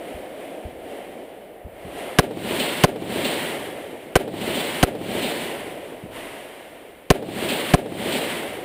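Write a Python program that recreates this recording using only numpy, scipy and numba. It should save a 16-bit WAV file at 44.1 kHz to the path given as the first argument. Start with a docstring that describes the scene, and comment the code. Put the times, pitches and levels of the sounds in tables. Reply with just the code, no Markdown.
"""Rifles thump from distant bays of an outdoor range, over a faint wash of woods.
Then three pairs of shots go off close by: each is the crack of a bullet flying faster than sound,
followed by the muzzle blast. Sheds and banks slap it back, then the forest returns a long hissing roll.
The near shots overload a small cased camera lying on the gravel, which turns itself down after each."""
import sys
import numpy as np
from scipy import signal
from scipy.fft import rfft, irfft
from scipy.io import wavfile
from scipy.ndimage import uniform_filter1d
from numba import njit

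SR = 44100
rng = np.random.default_rng(int(sys.argv[2]) if len(sys.argv) > 2 else 0)


def unload_wav(signal):
    """Save mono or channel-first audio to the path in sys.argv[1] as 16-bit WAV at rate SR, clipped to [-1, 1]."""
    wavfile.write(
        sys.argv[1],
        SR,
        np.round(np.clip(np.atleast_2d(signal).T, -1, 1) * 32767).astype(np.int16),
    )


N = 381024
TIME = np.arange(N) / SR
FREQS = np.fft.rfftfreq(N, 1 / SR)
FIRST_ECHO_S = .047  # delay at which the scatter from the range has fully built up
FOREST_NEAR_S, TALL_TREES_S, FOREST_FAR_S = .275, .393, .61  # echo delays: near edge, tall trees, far side


def undb(db):
    """Turn decibels into a gain."""
    return 10 ** (np.asarray(db) / 20)

def noise(colour):
    """Fresh noise of rms 1, shaped by (f/Hz, level/dB) points and falling steeply beyond them."""
    hz, db = np.transpose(colour)
    octave, marks = np.log2(FREQS + 1), np.log2(hz)
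    octaves_beyond = np.abs(octave - np.clip(octave, marks[0], marks[-1]))
    gain = undb(np.interp(octave, marks, db) - 20 * octaves_beyond)
    x = irfft(rfft(rng.standard_normal(N)) * gain, N)
    return x / x.std()

def wander(rate_hz):
    """Glide between random values, mostly within -1 to 1."""
    step = int(SR / rate_hz)
    return uniform_filter1d(np.repeat(rng.standard_normal(N // step + 1), step), step)[:N]

def fade(t60):
    """Die away by 60 dB every t60 seconds."""
    return np.exp(-np.minimum(np.log(1000) * TIME / t60, 40))

def swell(rise_s, t60):
    """Grow evenly for rise_s, then die away."""
    return np.minimum(TIME / rise_s, 1) * np.exp(-np.log(1000) * np.maximum(TIME - rise_s, 0) / t60)

def burst(length_s, edge_s):
    """Start at once, hold, then collapse."""
    return .5 - .5 * np.tanh((TIME - length_s) / edge_s)

def thud(hz, cycles):
    """A short swing of air pressure that grows for `cycles` cycles, then dies away."""
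    turns = hz * TIME[:SR // 5]
    age = turns / cycles
    return np.sin(2 * np.pi * turns) * age * np.exp(1 - age)

def add(out, x, start_s):
    """Mix x into out, starting at start_s."""
    i = int(round(start_s * SR))
    x, i = x[max(-i, 0):], max(i, 0)
    out[i:i + len(x)] += x[:N - i]


def air(level_db=-49):
    """The faint, wavering wash of the surrounding woods."""
    wash = noise([(30, -4), (150, -7), (550, 2.5), (1100, -14), (2200, -11), (5500, -49),
                  (9000, -29), (15000, -23.5)])  # f/Hz, level/dB
    return undb(level_db + wander(5.3)) * wash

# Tone colour of the hiss in near and distant echoes: f/Hz, level/dB
HISS = [(500, -31), (900, 3), (1200, -3), (1500, -2), (2100, 2.5), (2550, -2), (3000, 0), (4000, -11),
        (5200, -19), (6400, -22.5), (9000, -11), (10700, -16), (15000, -19)]
# Tone colour of the distant shots' rolling echo: f/Hz, level/dB
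FAR_ROLL = [(130, -20), (260, -5.5), (420, -3.5), (600, -1.5), (740, -4.5), (950, -22)]
# Shots in distant bays: t/s, thump level/dB, thump f/Hz, echo delay/s, echo rise/s,
# roll level/dB, hiss level/dB
FAR_SHOTS = [(-.4, -36, 70, .2, 0.29, -34, -43), (.144, -33.5, 65, 0.16, 0.12, -36, -46),
             (.651, -27, 72, 0.095, 0.18, -35.5, -45), (1.647, -29, 64.7, 0.012, 0.32, -34.5, -42.5),
             (1.850, -28, 185, 0.059, 0.088, -40, -38.5), (6.037, -26.5, 174, 0.057, 0.074, -37, -37.5)]
def far_shots(roll_t60=4.4, hiss_t60=3.22):
    """A dull thump, a knock and a slap come over the banks; the rest arrives late via the treetops."""
    out = np.zeros(N)
    for t, thump_db, thump_hz, delay_s, rise_s, roll_db, hiss_db in FAR_SHOTS:
        add(out, undb(thump_db) * thud(thump_hz, cycles=.45), t)
        add(out, undb(-36) * thud(200, cycles=.73), t + .0165)  # knock off the shooting stage
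        add(out, undb(thump_db - 6) * thud(605, cycles=.62), t + .033)  # slap
        rumble = noise([(35, 0), (70, 3.1), (130, .21)]) * fade(1.0)
        add(out, undb(thump_db - 18) * rumble, t)
        roll = undb(roll_db + wander(29.8)) * noise(FAR_ROLL) * swell(rise_s, roll_t60)
        hiss = undb(hiss_db) * noise(HISS) * swell(rise_s, hiss_t60)
        add(out, roll + hiss, t + delay_s)
    return out

def through_trees(rise, sag, fall):
    """Echo gain: rises to the forest's near edge, nearly holds inside, then falls. All rates in dB/s."""
    early_s = np.maximum(FOREST_NEAR_S - TIME, 0)
    inside_s = np.clip(TIME, FOREST_NEAR_S, FOREST_FAR_S) - FOREST_NEAR_S
    late_s = np.maximum(TIME - FOREST_FAR_S, 0)
    reached = np.clip(TIME / FIRST_ECHO_S - 1, 0, 1)  # the trees answer only after the nearer echoes
    return reached * undb(-rise * early_s - sag * inside_s - fall * late_s)

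# Tone colour of the bright echo from needles and tall trees: f/Hz, level/dB
SIZZLE = [(1200, -22), (2200, 1), (3000, 6.5), (4200, 1), (5600, -16.5), (6500, -18), (7600, -6),
          (8900, -3.5), (10600, -29), (15000, -7)]
def forest_echo(far_rise_s=.06):
    """Needles and twigs scatter the treble anew each time; tall trees and the far side add surges."""
    bounced_once = undb(-32) * through_trees(rise=78, sag=-.5, fall=39.5)
    bounced_often = undb(-39) * through_trees(rise=70, sag=-2.5, fall=16.5)
    needles = undb(-34) * through_trees(rise=44, sag=6.5, fall=81)
    out = np.hypot(bounced_once, bounced_often) * noise(HISS) + needles * noise(SIZZLE)
    add(out, undb(-26) * noise(SIZZLE) * swell(.0067, t60=.52), TALL_TREES_S)
    add(out, undb(-35) * noise(HISS) * swell(far_rise_s, t60=.78), FOREST_FAR_S - far_rise_s)
    flicker_db = .9 * wander(70)
    return undb(flicker_db) * out

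def spreading(first_db, db_per_decade, absorb_db_per_s):
    """Echo gain: the later sound returns, the farther it has spread and the more is soaked up."""
    delay_ratio = TIME / FIRST_ECHO_S
    spread_db = db_per_decade * np.log10(np.maximum(delay_ratio, 1))
    too_early_db = 60 * np.clip(1 - delay_ratio, 0, 1)
    return undb(first_db - spread_db - absorb_db_per_s * TIME - too_early_db)

# Tone colours of the deep boom, the roll above it and the crack off wood and earth: f/Hz, level/dB
BOOM = [(25, -29), (55, -13.5), (110, -6), (160, -1), (230, -2.5), (300, -4), (500, -45)]
ROLL = [(150, -29), (250, -0.5), (400, 1), (580, 0), (730, -2.5), (850, -11.5), (1100, -25.5), (2000, -34)]
RATTLE = [(600, 0), (1000, 0), (2200, -1), (3200, -3.5), (4500, -13.5), (6400, -26), (9000, -16),
          (15000, -16)]
# How boom and roll fade: first level/dB, spreading loss/dB per tenfold delay, absorption/dB per s
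BOOM_FADE = (-19.5, 15.2, 14.3)
ROLL_FADE = (-9.5, 24.3, 9.1)
# Single echoes off sheds and earth banks: t/s after the shot, level/dB, f/Hz
SLAPS = [(0.0164, 2, 428), (0.034, -7.5, 400), (0.055, -7.5, 533), (0.123, -12, 390), (.184, -14, 313),
         (.260, -20.5, 202), (.322, -17, 382), (.338, -30, 180), (.351, -20, 365), (0.399, -22.5, 240),
         (0.422, -19.5, 232)]
def terrain_echo(rattle_db=-12, rattle_loss_db_per_s=22):
    """Ground, banks and trunks return a low echo; each shed or bank adds a thud and some of the crack."""
    trunks = undb(-29.5) * through_trees(rise=73, sag=2.5, fall=18)
    out = np.hypot(spreading(*BOOM_FADE), undb(-15.5) * trunks) * noise(BOOM)
    flutter = undb(2.1 * wander(60.53))
    out += flutter * np.hypot(spreading(*ROLL_FADE), trunks) * noise(ROLL)
    for delay_s, db, hz in SLAPS:
        add(out, undb(db) * thud(hz, cycles=.8), delay_s)
        rattle = noise(RATTLE) * fade(.069)
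        add(out, undb(db + rattle_db - rattle_loss_db_per_s * delay_s) * rattle, delay_s)
    return out

def stage_clatter():
    """The crack bounces about the nearby frames and screens and soon dies."""
    out = np.zeros(N)
    add(out, undb(-19) * noise(HISS) * swell(.011, t60=.21), start_s=.035)
    return out

# Tone colour of the bullet's crack: f/Hz, level/dB
CRACK = [(400, -10.5), (1500, 5), (2900, -4), (4500, -4.5), (6200, -7.5), (9000, -14.5), (15000, -14)]
def bullet_crack(ring_hz=2900):
    """The bullet outruns sound, making a sharp snap with a brief ring."""
    ring = np.sin(2 * np.pi * ring_hz * TIME) * fade(.022)
    snap = undb(-13.5) * noise(CRACK) - undb(-11) * ring
    return snap * (burst(.0015, .0013) + undb(-4) * burst(.01263, .001))

# Tones ringing between gravel and stage walls: f/Hz, level/dB, time to fade by 60 dB/s
BLAST_TONES = [(172.5, 1, 0.049), (275, -6.5, 0.14), (377, 0, 0.035), (623, -2.5, 0.072),
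               (711, -4.5, 0.096), (1047, -3, 0.032), (1530, -11, 0.036)]
# Tone colour of the rushing muzzle gas: f/Hz, level/dB
GAS = [(200, 5), (500, 19.5), (1000, 0), (1600, 0), (3000, -7.5), (6000, -18), (9000, -6), (15000, -30)]
def muzzle_blast(ring_db, gas_db):
    """Gas rushes out of the barrel, and the blast rings briefly between gravel and walls."""
    ring = sum(undb(db) * np.sin(2 * np.pi * hz * TIME) * fade(t60) for hz, db, t60 in BLAST_TONES)
    gas = noise(GAS) * fade(.058)
    return (undb(ring_db) * ring + undb(gas_db) * gas) * burst(.027, .0011)

def rifle(ring_db, swing_db, crack_db, gas_db, muzzle_lag_s=.0034, swing_hz=52):
    """The crack arrives first, the blast just behind it; a slow swing of air pressure lies under both."""
    out = undb(crack_db) * bullet_crack()
    add(out, muzzle_blast(ring_db, gas_db), muzzle_lag_s)
    swing = np.sin(2 * np.pi * swing_hz * TIME) * burst(.02, .0049)
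    return out - undb(swing_db - 8) * swing

# The close shots: t/s; relative level/dB of blast ring, pressure swing, crack, gas, terrain echo
# and forest echo; extra forest delay/s
NEAR_SHOTS = [(2.1867, 0, 1.5, 3, -2, 1, 0.5, .012), (2.837, 1.5, 0, 2, -2.5, 1.5, -0.5, .012),
              (4.1551, -8.5, -3, -2, -2.5, 0.5, -0.5, 0), (4.8284, -6, 0, -0.5, -3.5, 0.5, -1.5, -0.0013),
              (7.1026, -0.5, 3.5, -0.5, -5, 1, 0, -.013), (7.7367, 1.5, 4.5, -5, -3.5, 1, -0.5, -0.012)]
def near_shots():
    """Shots with their echoes; the shooter moves between pairs, so the forest answers sooner or later."""
    out = np.zeros(N)
    terrain, clatter = terrain_echo(), stage_clatter()  # these stand still, so every shot shares them
    for t, ring_db, swing_db, crack_db, gas_db, terrain_db, forest_db, forest_lag_s in NEAR_SHOTS:
        shot = rifle(ring_db, swing_db, crack_db, gas_db)
        add(out, shot + clatter + undb(terrain_db) * terrain, t)
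        add(out, undb(forest_db) * forest_echo(), t + forest_lag_s)
    return out

def scene():
    """Everything that reaches the camera, in one channel."""
    return (near_shots() + far_shots() + air())[None]


@njit
def gain_control(x, threshold, lag_s, depth_db, attack_s, release_db_per_s):
    """The camera reacts late to an overload, turns itself far down, then creeps back up."""
    y, cut_db, lag = np.zeros(len(x)), 0., int(lag_s * SR)
    for i in range(len(x)):
        if i >= lag and abs(y[i - lag]) > threshold:
            cut_db += (depth_db - cut_db) / (attack_s * SR)
        else:
            cut_db = max(cut_db - release_db_per_s / SR, 0.)
        y[i] = x[i] * 10 ** (-cut_db / 20)
    return y

# Pitches that the camera's case boosts or dulls: f/Hz, width/Hz, level/dB
CASE_RESONANCES = [(9200, 900, 2), (11400, 450, 6), (12000, 450, -11), (12600, 400, 5), (13300, 700, -3),
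                   (15050, 500, 3)]
def record(dry, ceiling=.69, low_cut_hz=16, top_cut_hz=15500):
    """Blasts overload the input; the case colours the treble; deep bass and the very top are cut."""
    ducked = gain_control(dry[0], threshold=.55, lag_s=.0105, depth_db=20., attack_s=.0012,
                          release_db_per_s=60.)
    clipped = ducked / (1 + (ducked / ceiling) ** 6) ** (1 / 6)  # rounds off the peaks
    case_db = sum(db * np.exp(-2 * ((FREQS - hz) / width) ** 2) for hz, width, db in CASE_RESONANCES)
    coloured = irfft(rfft(clipped) * undb(case_db), N)
    low_cut = signal.butter(1, low_cut_hz, "high", fs=SR, output="sos")
    top_cut = signal.ellip(10, .2, 70, top_cut_hz, fs=SR, output="sos")
    return signal.sosfilt(np.vstack([low_cut, top_cut]), coloured)[None]


dry = scene()
out = record(dry)
unload_wav(out)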